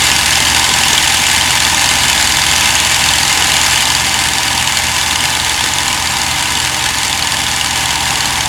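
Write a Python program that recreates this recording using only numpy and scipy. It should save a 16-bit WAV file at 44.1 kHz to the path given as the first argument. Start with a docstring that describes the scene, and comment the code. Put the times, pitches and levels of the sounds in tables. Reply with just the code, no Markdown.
"""The steady roar of a twelve-cylinder piston aircraft at cruise, heard inside the closed cockpit.
Exhaust puffs ring the canopy and panels; one cylinder cracks sharply every cycle over a fainter clatter.
Beneath are the airframe's drone, a four-blade propeller, a hollow howl and rushing air.
The recorder overloads in a few dull thumps. The roar softens near 4 s; the engine slows a little at the end.
"""
import sys
import numpy as np
from scipy import signal
from scipy.fft import rfft, irfft
from scipy.io import wavfile
from scipy.ndimage import uniform_filter1d, minimum_filter1d, map_coordinates

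SR = 44100
rng = np.random.default_rng(int(sys.argv[2]) if len(sys.argv) > 2 else 0)


def generate_wav(signal):
    """Clip the signal to [-1, 1] and save it as 16-bit WAV at the path in sys.argv[1]."""
    frames = np.transpose(np.atleast_2d(signal))
    scaled = np.clip(frames, -1, 1) * 32767
    pcm = np.round(scaled).astype(np.int16)
    wavfile.write(sys.argv[1], SR, pcm)


N = 373968
TIME = np.arange(N) / SR

# Engine speed. Each row: time in seconds, four-stroke cycles per second.
CYCLE_RATE = [(0.0, 20.85), (1.0, 20.855), (2.0, 20.839), (3.0, 20.9), (3.5, 20.904), (4.0, 20.833),
              (4.5, 20.615), (5.0, 20.686), (5.5, 20.763), (6.0, 20.818), (6.5, 20.827), (7.0, 20.877),
              (7.25, 20.796), (7.5, 20.596), (8.0, 20.065), (8.48, 19.775)]
# Exhaust roar strength. Each row: time in seconds, level in dB.
ROAR_LEVEL = [(0, -12), (.25, -13.5), (.5, -12.5), (1.2, -13), (2.2, -13.5), (3.7, -13), (4.15, -15.5),
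              (5.2, -16), (6, -17), (7.5, -17), (8.48, -17)]
# The twelve firings. Each row: place in the cycle from 0 to 1, relative level in dB.
FIRINGS = [(.01, -4), (.09, 0), (.175, -3), (.27, -4.5), (.385, -1), (.48, -2.5), (.55, -4), (.605, -3.5),
           (.742, 1.5), (.825, 1), (.88, -2.5), (.94, -1.5)]
# Canopy and panel resonances. Each row: centre in Hz, width in Hz, lift in dB.
PANEL_MODES = [(1196, 60, 2), (1297, 67, 5.5), (1470, 130, 4.5), (1720, 120, 7), (1868, 160, 3.5),
               (2097, 167, 8.5), (2306, 99, 8.5), (2510, 35, 9), (2660, 177, 6.5), (2862, 190, 8),
               (3047, 50, 10.5), (3300, 410, 5.5), (3505, 164, 7), (3757, 65, 8), (4080, 71, 7.5),
               (4530, 260, 7), (4950, 100, 7), (5460, 110, 6), (6120, 66, 4.5), (7170, 760, 3),
               (7300, 670, -2)]
# Resonances struck by crack and clatter. Each row: centre in Hz, width in Hz, relative level in dB.
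CRACK_MODES = [(2966, 340, -7.5), (3580, 570, -9), (4460, 370, -9), (6820, 1040, -9)]


def amp(db):
    """Decibels to gain."""
    return 10 ** (np.asarray(db) / 20)


def unit(x):
    """Scale to unit rms."""
    return x / np.sqrt(np.mean(x ** 2) + 1e-20)


def curve(rows):
    """Join (seconds, value) rows by straight lines."""
    return np.interp(TIME, *np.transpose(rows))


def drift(rate_hz, size=2048):
    """Slow random wander of unit rms."""
    hz = np.fft.rfftfreq(size, TIME[-1] / size)
    wander = unit(irfft(rfft(rng.standard_normal(size)) * np.exp(-(hz / rate_hz) ** 2), size))
    return np.interp(TIME, np.linspace(0, TIME[-1], size), wander)


def colour(x, spectrum, resonances=(), size=8192):
    """Minimum-phase filter of unit power gain: a broad spectrum lifted by ringing resonances."""
    hz = np.fft.rfftfreq(size, 1 / SR)
    knot_hz, knot_db = np.transpose(spectrum)
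    db = np.interp(np.log(hz + 1), np.log(knot_hz + 1), knot_db)
    for centre_hz, width_hz, lift_db in resonances:
        db = db + lift_db / (1 + (2 * (hz - centre_hz) / width_hz) ** 2)
    log_gain = np.log(amp(np.r_[db, db[-2:0:-1]]))
    response = np.exp(np.conj(signal.hilbert(log_gain)))
    taps = np.fft.ifft(response).real[:size // 2]
    return signal.oaconvolve(x, taps / np.linalg.norm(taps))[:N]


def resonate(x, hz, width_hz):
    """Resonance following the curve hz; a double pole gives steep flanks."""
    carrier = np.exp(2j * np.pi * np.cumsum(hz) / SR)
    pole = np.exp(-np.pi * width_hz / SR)
    return (carrier * signal.lfilter([(1 - pole) ** 2], [1, -2 * pole, pole * pole], x / carrier)).real


def puff(age_cycles, rise_cycles, sharpness):
    """Gas flow after an exhaust valve opens: rises to one, then dies away."""
    u = np.maximum(age_cycles, 0) / rise_cycles
    return (u * np.exp(1 - u)) ** sharpness


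def exhaust(cycles, repeat_share=0.13, floor_db=-3.5, scatter_db=3.0, surge_db=0.48, size=2048):
    """Twelve puffs a cycle ring the panels; part of the flow repeats each cycle, the rest is turbulence."""
    flow_power = amp(floor_db) ** 2
    for place, db in FIRINGS:
        cycle, age = np.divmod(cycles - place + 1, 1)
        force = amp(db + scatter_db * rng.standard_normal(size))  # no two burns alike
        flow = force[cycle.astype(int)] * puff(age, rise_cycles=.024, sharpness=.8)
        flow_power = flow_power + flow ** 2
    pattern = rng.standard_normal(size)
    repeating = unit(map_coordinates(pattern, [cycles % 1 * size], order=3, mode="grid-wrap"))
    gas = np.sqrt(repeat_share) * repeating + np.sqrt(1 - repeat_share) * rng.standard_normal(N)
    # Roar spectrum. Each row: frequency in Hz, relative density in dB.
    spectrum = [(350, -12.5), (480, -21.5), (600, -9), (720, -10.5), (780, -4), (1020, -11.5), (1080, -7.5),
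                (1400, -13), (1500, -5.5), (3300, -11), (5500, -8), (7500, -7), (10800, -12.5),
                (17000, -31.5)]
    roar = unit(colour(np.sqrt(flow_power) * gas, spectrum, PANEL_MODES))
    return amp(curve(ROAR_LEVEL) + surge_db * drift(25)) * roar


def crack_force(cycles, load_db, full_db=-5, shortfall_db=2.0, size=256):
    """Force follows the load; burns fall short at random, and a few set ones hit hard."""
    # Hard burns. Each row: time in seconds, level in dB relative to full force.
    hard_burns = [(.93, 4), (.978, 4), (3.853, -2), (4.771, 1.5), (6.072, -1), (7.32, 1.5), (7.611, 0.5)]
    burn_db = -shortfall_db * rng.gamma(2, .5, size)
    for time_s, db in hard_burns:
        burn_db[int(np.interp(time_s, TIME, cycles))] = db
    return amp(full_db + load_db + burn_db[cycles.astype(int)])


def crack(cycles, load_db, place=.39, hiss_db=-4, scatter_db=3.0, detune=0.049, size=256):
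    """One cylinder blows down with a bright crack once a cycle, ringing at slightly new pitches."""
    # Blowdown hiss spectrum. Each row: frequency in Hz, relative density in dB.
    spectrum = [(300, -13), (600, -26), (1500, -2.5), (2200, -5), (2800, -3.5), (4400, -0.5), (5100, -0.5),
                (6700, 5.5), (8000, 6.5), (9000, -6), (10000, 6.5), (11000, -11.5), (17000, -19)]
    cycle = cycles.astype(int)
    burst = puff(cycles % 1 - place, rise_cycles=.026, sharpness=1.15) * crack_force(cycles, load_db)
    burst_rms = np.sqrt(np.mean(burst ** 2))
    sound = amp(hiss_db) * colour(burst * rng.standard_normal(N), spectrum, PANEL_MODES)
    for hz, width_hz, db in CRACK_MODES:
        force, shift = rng.standard_normal((size, 2))[cycle].T
        drive = burst * amp(scatter_db * force) * rng.standard_normal(N)
        ring = resonate(drive, hz * (1 + detune * shift), width_hz)
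        sound = sound + unit(ring) * burst_rms * amp(db)
    return sound


def clatter(cycles, load_db, gain_db=-21, follow=1.25, scatter_db=6.0, detune=0.093, width_ratio=0.63):
    """Every firing strikes the crack's resonances faintly, each with its own force and pitch."""
    firing, fraction = np.divmod(len(FIRINGS) * cycles, 1)
    burst = puff(fraction / len(FIRINGS), rise_cycles=.02, sharpness=1.15)
    sound = 0
    for hz, width_hz, db in CRACK_MODES:
        force, shift = np.clip(rng.standard_normal((4096, 2)), -2, 2)[firing.astype(int)].T
        drive = burst * amp(scatter_db * force) * rng.standard_normal(N)
        ring = resonate(drive, hz * (1 + detune * shift), width_ratio * width_hz)
        sound = sound + amp(db) * unit(ring)
    return sound * amp(gain_db + follow * load_db)


def canopy(x, echo_db=-16, decay_s=0.011, above_hz=5000, size=600):
    """The hard canopy throws treble back within milliseconds, rippling the spectrum."""
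    taps = rng.standard_normal(size) * np.exp(-np.arange(size) / SR / decay_s)
    treble = signal.sosfilt(signal.butter(2, above_hz, "highpass", fs=SR, output="sos"), x)
    return x + amp(echo_db) * signal.oaconvolve(treble, taps / np.linalg.norm(taps))[:N]


def drone(cycles, load_db, follow=0.38, waver_db=1.73, waver_hz=2.5, slip_rad=0.01, slip_hz=8):
    """The airframe carries the engine orders; uneven burns blur the higher ones more."""
    # Engine tones. Each row: multiple of the cycle rate, level in dB at mean load.
    orders = [(2, -58), (3, -38.5), (4, -43.5), (5, -43.5), (6, -36.5), (7, -42), (9, -45.5), (10, -48.5),
              (11, -45), (12, -43), (14, -46), (15, -42), (17, -45), (21, -51), (22, -49), (28, -48),
              (30, -50.5), (32, -46.5), (36, -51), (37, -44), (38, -38), (39, -41.5), (41, -34.5),
              (43, -46), (44, -39), (47, -37.5), (49, -38.5), (50, -42), (58, -41.5), (59, -42),
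              (73, -39.5), (82, -41), (85, -40), (91, -39.5), (100, -43), (145, -44)]
    tones = 0
    for order, db in orders:
        phase = 2 * np.pi * (order * cycles + rng.random())
        blur = slip_rad * order * drift(slip_hz)
        tones = tones + amp(db + waver_db * drift(waver_hz)) * np.sin(phase + blur)
    return np.sqrt(2) * amp(follow * load_db) * tones


def propeller(cycles, load_db, gain_db=-3.0, follow=.45, waver_db=1.0,
              boom_hz=152, boom_width_hz=8, boom_db=8):
    """Geared-down blades beat against the engine; as they slow, one tone slides into a cabin resonance."""
    # Propeller tones. Each row: multiple of the blade rate, relative level in dB.
    harmonics = [(1, -30), (2, -41.5), (3, -41), (4, -44)]
    blades_per_cycle = 3.833
    passes = blades_per_cycle * cycles
    blade_hz = blades_per_cycle * curve(CYCLE_RATE)
    tones = 0
    for multiple, db in harmonics:
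        lift_db = boom_db / (1 + (2 * (multiple * blade_hz - boom_hz) / boom_width_hz) ** 2)
        tones = tones + amp(db + lift_db) * np.sin(2 * np.pi * (multiple * passes + rng.random()))
    return np.sqrt(2) * tones * amp(gain_db + follow * load_db + waver_db * drift(2.7))


def howl(load_db, level_db=-25, follow=0.36, swell_db=0.95, swell_hz=1.6):
    """Stirred cockpit air howls hollowly, following the load and swelling at random."""
    # Howl spectrum. Each row: frequency in Hz, relative density in dB.
    spectrum = [(400, -39.5), (700, -16.5), (765, -2.5), (800, 1), (830, -5.5), (900, 2), (945, 1),
                (1010, -1), (1080, -9.5), (1500, -44.5)]
    swell = amp(level_db + follow * load_db + swell_db * drift(swell_hz))
    return swell * unit(colour(rng.standard_normal(N), spectrum))


def slipstream(load_db, level_db=-27, follow=0.089, buffet_db=0.8, buffet_hz=12):
    """Air rumbles and hisses over the canopy."""
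    # Airflow spectrum. Each row: frequency in Hz, relative density in dB.
    spectrum = [(20, -14), (42, -6), (80, -6.5), (125, 1.5), (170, -3), (290, -1.5), (360, -16.5),
                (450, -7.5), (520, -13), (620, -6), (1100, -5), (4000, -12.5), (16000, -34.5)]
    rush = unit(colour(rng.standard_normal(N), spectrum))
    return rush * amp(level_db + follow * load_db + buffet_db * drift(buffet_hz))


def overload_thumps(pitch_hz=440, decay_s=0.0018, lead_s=0.0013):
    """Dull low thumps of the recorder overloading, each one heavily damped swing."""
    # Each row: time in seconds, level in dB.
    thumps = [(.02, -15), (.115, -15), (.404, -10), (0.55, -14), (0.691, -12), (0.711, -11), (.932, -5),
              (2.774, -22), (3.374, -13), (3.422, -12), (3.854, -17), (5.642, -13)]
    sound = np.zeros(N)
    t = np.arange(SR // 50) / SR
    swing = np.exp(-t / decay_s) * np.sin(2 * np.pi * pitch_hz * t)
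    for time_s, db in thumps:
        start = max(round((time_s - lead_s) * SR), 0)
        sound[start:start + len(t)] += amp(db) * swing
    return sound


def scene():
    """One crankshaft times firings, drone and propeller; all but the thumps follow one load."""
    cycles = np.cumsum(curve(CYCLE_RATE)) / SR
    roar_db = curve(ROAR_LEVEL)
    load_db = roar_db - roar_db.mean()  # a layer's `follow` is its dB per dB of load
    firings = exhaust(cycles) + crack(cycles, load_db) + clatter(cycles, load_db)
    engine = canopy(firings) + drone(cycles, load_db)
    cockpit = engine + propeller(cycles, load_db) + howl(load_db) + slipstream(load_db)
    return (cockpit + overload_thumps())[None]


def record(dry, ceiling=1.0, low_cut_hz=22, high_cut_hz=17100, hold_samples=11):
    """Low cut, fast peak limiter, band limit."""
    sound = signal.sosfilt(signal.butter(2, low_cut_hz, "highpass", fs=SR, output="sos"), dry)
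    needed_gain = ceiling / np.maximum(abs(sound), ceiling)
    gain = uniform_filter1d(minimum_filter1d(needed_gain, hold_samples), hold_samples)
    lowpass = signal.firwin(511, high_cut_hz, window=("kaiser", 9), fs=SR)
    return signal.oaconvolve(sound * gain, lowpass[None], "same")


dry = scene()
out = record(dry)
generate_wav(out)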